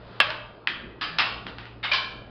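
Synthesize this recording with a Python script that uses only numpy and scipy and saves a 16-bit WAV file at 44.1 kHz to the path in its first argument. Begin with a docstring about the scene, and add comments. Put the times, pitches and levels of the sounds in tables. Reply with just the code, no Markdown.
"""Sharp wooden clacks ring through a small, hard-walled gym as two people spar with sticks.
Each impact gives a dry contact crack and excites a stick's bending modes, which the hand damps;
wall reflections prolong it as reverberation. Between blows the locked sticks tick lightly.
A faint swish and soft footfalls on the mat lie beneath, over machine hum and room noise."""
import sys
import numpy as np
from scipy import signal
from scipy.fft import rfft, irfft
from scipy.io import wavfile
from scipy.ndimage import uniform_filter1d

SR = 44100
rng = np.random.default_rng(int(sys.argv[2]) if len(sys.argv) > 2 else 0)


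def wav_out(sig):
    """Save sig, one row per channel (or a flat mono array), as 16-bit PCM at SR to the path in sys.argv[1]."""
    wavfile.write(sys.argv[1], SR, np.round(np.clip(np.atleast_2d(sig).T, -1, 1) * 32767).astype(np.int16))


N = 101429

# blows, the one at 0.3031 s being a distinct echo of the first (start_s, level_db, mode_set, ring_db,
# direct_db, bass_db, treble_db, contact_s)
BLOWS = [ (0.2017, 11, "dull", -1.5, 5, 2, -5.5, .0035), (0.2097, -0.5, "dull", 5.5, 4, -7, 4, 0.0038),
         (0.3031, -2.5, "dull", -7, 3, 5.5, -2, 0.0035), (0.6723, 6, "dry", -2, 1, -8.5, -6, 0.0022),
         (1.0108, 8.5, "light", -3.5, -11, -0.5, 0, 0.0041), (1.185, 13.5, "full", -3.5, -1, 2, 4.5, .005),
         (1.1930, 12, "full", -5, -3, -1, -6.5, 0.0042), (1.8291, 1.5, "hard", 2, -12, 0.5, -6.5, 0.0033),
         (1.8363, 6.5, "hard", -5, -11, 1, -4, 0.00418), (1.9145, 2.5, "long", 4.5, -0.5, -11.5, 0, 0.0031),
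         (1.9190, 9.5, "long", 0.5, -1, -15, 8, .004), (1.9328, 15.5, "long", -7, -3.5, 0, 8, 0.0043), ]
# light touches of the locked sticks (start_s, level_db)
TOUCHES = [(1.466, -4), (1.5836, -7.5), (1.6535, -13)]
def sticks(spread_db=0.57, spread_ring_db=-3.5):
    """Direct plus reverberant sound: the direct part varies as sticks turn and bodies shadow them."""
    out = np.zeros(N)
    touches = [(start_s, level_db, "dry", -9, -1, 6, -3, 0.003) for start_s, level_db in TOUCHES]
    for start_s, level_db, mode_set, ring_db, direct_db, bass_db, treble_db, contact_s in BLOWS + touches:
        direct = clack(mode_set, ring_db, bass_db, treble_db, contact_s)
        add(out, start_s, amp(level_db + direct_db) * direct)
        # the crack spreads into the room more widely than the ring
        spread = clack(mode_set, ring_db + spread_ring_db, bass_db, treble_db, contact_s)
        add(out, start_s, reverberation(amp(level_db + spread_db) * spread))
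    return out


# bending modes of each stick: mode_set -> (pitch_hz, level_db, undamped_t60_s)
BENDING_MODES = { "dull": [(585.3, -8, 0.15), (1148, -6, 0.15), (1555, -16, .08), (1683, 2.5, 0.049),
                 (2160, -6, .06), (2662, 3, .07), (3093, 2, 0.031), (3337, -4.5, 0.068),
                 (5180, -1.5, 0.019)], "dry": [(1408, -7, .06), (1870, 2.5, 0.027), (2034, -12, 0.16),
                 (2520, 8.5, 0.015), (2800, -2.5, 0.013), (3190, -9, 0.11)], "light": [(1144, -4, 0.13),
                 (1270, -7.5, 0.64), (1723, -3, 0.5), (2114, -18.5, 0.15), (3045, -3.5, 0.37),
                 (3350, -9, 0.033), (4850, -5.5, 0.15)], "full": [(915, -14, 0.25), (1168, -2.5, 0.15),
                 (1364, -10, .14), (1706, 4.5, 0.078), (1866, 4, .09), (2590, -14, 0.12), (2690, 6, 0.1),
                 (3499, -12.5, 0.1), (5210, 10, 0.02)], "hard": [(932, -17.5, .1), (1426, -22, 0.068),
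                 (2190, -10.5, 0.46), (2930, -11, 0.38), (3066, -5.5, 0.053), (3660, -7.5, .13)],
                 "long": [(618, -14.5, 0.3), (1073.8, -5, 0.21), (1708, -1.5, 0.08), (2386, 5.5, 0.025),
                 (2354, 9, 0.051), (3012, 4.5, 0.045), (3090, -12.5, 0.26), (3950, -1.5, 0.027)], }
def clack(mode_set, ring_db, bass_db, treble_db, contact_s, grip_db_per_s=126, split=0.022, rise_s=0.001):
    """Impact excitation: a crack starts bending modes that decay exponentially, faster for the grip."""
    t = np.arange(SR // 2) / SR
    crack = contact_crack(contact_s, bass_db, treble_db)
    ring = np.zeros(len(t))
    for pitch_hz, level_db, undamped_t60_s in BENDING_MODES[mode_set]:
        decay = amp(level_db - (60 / undamped_t60_s + grip_db_per_s) * t)
        # uneven wood and two like sticks split each mode into close neighbours
        for ratio in (1 - split, 1, 1 + split):
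            ring += decay * np.sin(2 * np.pi * (pitch_hz * ratio * t + rng.random()))
    ring *= 1 - np.exp(-t / rise_s)
    out = amp(ring_db) * ring / np.linalg.norm(ring)
    add(out, 0, crack)
    return out


# spectrum of wood striking wood (frequency_hz, gain_db)
CRACK_SPECTRUM = [(60, -32), (200, -15), (400, -17.5), (700, -8), (1100, -3), (1500, 0), (2100, -2),
                  (2800, 0.5), (3400, -2), (4000, -4), (5000, -9), (6000, -8.5)]
def contact_crack(contact_s, bass_db, treble_db, bass_hz=1004, treble_hz=3460, size=1024):
    """A brief force has a broad spectrum: milliseconds of chatter, coloured by the contact."""
    def colour_db(hz):
        bass_shelf = bass_db / (1 + (hz / bass_hz) ** 8)
        treble_shelf = treble_db / (1 + (treble_hz / (hz + 1)) ** 8)
        return read(CRACK_SPECTRUM, hz) + bass_shelf + treble_shelf

    window = 1 / (1 + (np.arange(size) / SR / contact_s) ** 8)
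    chatter = rng.standard_normal(size) * window
    for _ in range(8):
        chatter = whiten(chatter) * window
    crack = signal.fftconvolve(chatter, minimum_phase(colour_db))
    return crack / np.linalg.norm(crack)


# reverberation time of the gym (frequency_hz, t60_s)
GYM_DECAY = [(150, 1), (400, 1), (900, 0.94), (2000, 0.54), (3200, 0.58), (5500, 0.46)]
def reverberation(x, gain_db=0.5, base_t60_s=0.679, rise_s=0.0084, early_db=5.5, early_fade_s=0.012):
    """Multiple reflection: strong early echoes from the near walls merge into a diffuse tail."""
    t = np.arange(32768) / SR
    early_boost = 1 + amp(early_db) * np.exp(-t / early_fade_s)
    envelope = (1 - np.exp(-t / rise_s)) * amp(-60 * t / base_t60_s) * early_boost
    tail = rng.standard_normal(len(t)) * envelope
    for _ in range(4):  # even out spectrum and decay, so that no pitch stands out
        tail = whiten(tail)
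        local_rms = np.sqrt(abs(uniform_filter1d(tail ** 2, size=200)) + 1e-18)
        tail = tail * envelope / local_rms
    hz, frame_s, bands = signal.stft(tail, SR, nperseg=256)
    extra_db_per_s = 60 / read(GYM_DECAY, hz)[:, None] - 60 / base_t60_s
    tail = signal.istft(bands * amp(-extra_db_per_s * frame_s), SR, nperseg=256)[1]
    return signal.fftconvolve(x, amp(gain_db) * tail / np.linalg.norm(tail))


# swings of sticks and sleeves (fastest_s, half_length_s, level_db)
SWINGS = [(0.205, 0.15, -44.5)]
# spectrum of the rushing air (frequency_hz, relative_density_db)
SWISH_SPECTRUM = [(100, -6.5), (600, -0.5), (1400, 2), (2200, -9.5), (3500, -6), (5500, -17)]
def swishes():
    """Aerodynamic noise swells with the speed of a swing."""
    t = np.arange(N) / SR
    swell = sum(amp(level_db) * np.exp(-((t - fastest_s) / half_length_s) ** 2 / 2)
                for fastest_s, half_length_s, level_db in SWINGS)
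    return noise(SWISH_SPECTRUM) * swell


# feet landing on the mat (start_s, length_s, pitch_hz, level_db)
FOOTFALLS = [(.82, 0.18, 56.3, -44), (1.08, 0.12, 164.6, -38), (2.03, .16, 192.5, -47.5)]
def footfalls():
    """A soft, slow impact excites only low frequencies: each foot gives a short boom."""
    out = np.zeros(N)
    for start_s, length_s, pitch_hz, level_db in FOOTFALLS:
        t = np.arange(0, length_s, 1 / SR)
        envelope = amp(level_db) * np.sin(np.pi * t / length_s)
        add(out, start_s, envelope * np.sin(2 * np.pi * pitch_hz * t))
    return out


# partials of the hum (pitch_hz, base_level_db, waver_depth)
HUM_PARTIALS = [(55.5, -52.5, 0.9), (115.6, -48.5, 0.11), (185.7, -62, .7)]
# gain on the whole hum, which dips twice (time_s, gain_db)
HUM_GAIN = [(0, 2), (.45, 1), (.6, -11), (.9, -1), (1.08, -11.5), (1.25, 2), (1.8, 3), (2.3, -2.5)]
def machine_hum():
    """Slow random modulation makes each low partial waver in amplitude and phase."""
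    t = np.arange(N) / SR
    hum = np.zeros(N)
    for pitch_hz, base_level_db, waver_depth in HUM_PARTIALS:
        offsets_hz = rng.uniform(-5, 6, size=16)
        drift = sum(np.exp(2j * np.pi * (hz * t + rng.random())) for hz in offsets_hz) / np.sqrt(16)
        partial = (1 + waver_depth * drift) * np.exp(2j * np.pi * pitch_hz * t)
        hum += amp(base_level_db) * unit_rms(partial.real)
    return hum * amp(np.interp(t, *np.transpose(HUM_GAIN)))


# spectrum of the room noise (frequency_hz, relative_density_db)
ROOM_SPECTRUM = [(20, -15.5), (50, -9), (80, -12.5), (160, -9.5), (230, -10), (400, -11.5), (700, -18.5),
                 (1400, -24.5), (2100, -33.5), (3400, -41), (4200, -39.5), (5800, -48)]
def room_noise(level_db=-44, patch_db=3):
    """Broadband noise whose level fluctuates in small patches of time and frequency."""
    bands = signal.stft(noise(ROOM_SPECTRUM), nperseg=1024)[2]
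    patches = uniform_filter1d(rng.standard_normal(bands.shape), size=8, axis=0)
    patches = unit_rms(uniform_filter1d(patches, size=8, axis=1))
    air = signal.istft(bands * amp(patch_db * patches), nperseg=1024)[1][:N]
    return amp(level_db) * unit_rms(air)


def amp(db):
    """Decibels to amplitude ratio."""
    return 10 ** (np.asarray(db) / 20)


def unit_rms(x):
    """Normalises to rms 1."""
    return x / np.sqrt(np.mean(x ** 2) + 1e-20)


def read(points, hz):
    """Interpolates a table on a log-frequency axis."""
    frequency_hz, value = np.transpose(points)
    return np.interp(np.log(hz + 1), np.log(frequency_hz + 1), value)


def add(mix, start_s, sound):
    """Superposes a sound on the mix."""
    part = mix[max(round(start_s * SR), 0):][:len(sound)]
    part += sound[:len(part)]


def whiten(x):
    """Flattens the magnitude spectrum and keeps the phase."""
    spectrum = rfft(x)
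    return irfft(spectrum / (abs(spectrum) + 1e-12))


def minimum_phase(gain_db, size=4096):
    """Causal impulse response for a gain given as a function of frequency."""
    log_gain = np.log(amp(gain_db(abs(np.fft.fftfreq(size, 1 / SR)))))
    response = np.exp(np.conj(signal.hilbert(log_gain)))
    return np.fft.ifft(response).real[:size // 2]


def noise(spectrum):
    """Stationary noise of a given spectrum, rms 1."""
    gain = amp(read(spectrum, np.fft.rfftfreq(N, 1 / SR)))
    return unit_rms(irfft(rfft(rng.standard_normal(N)) * gain, N))


def lowpass(x, cutoff_hz):
    """Steep linear-phase band limit."""
    return signal.fftconvolve(x, signal.firwin(301, cutoff_hz, window=("kaiser", 9), fs=SR), "same")


def scene():
    """Superposition: all sources in the gym sum to one channel."""
    return (sticks() + swishes() + footfalls() + room_noise() + machine_hum())[None]


# frequency response of the microphone (frequency_hz, gain_db)
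MIC_RESPONSE = [(20, -4), (5050, -3), (5450, -18), (5900, -20.5), (6300, -40.5)]
def record(dry, band_hz=6150, overload=0.72):
    """Band limiting and saturation: a narrow-band microphone cuts the treble and clips at overload."""
    response = minimum_phase(lambda hz: read(MIC_RESPONSE, hz))
    coloured = signal.fftconvolve(dry[0], response)[:N]
    clipped = np.clip(lowpass(coloured, band_hz), -overload, overload)
    return lowpass(clipped, cutoff_hz=15800)[None]


dry = scene()
out = record(dry)
wav_out(out)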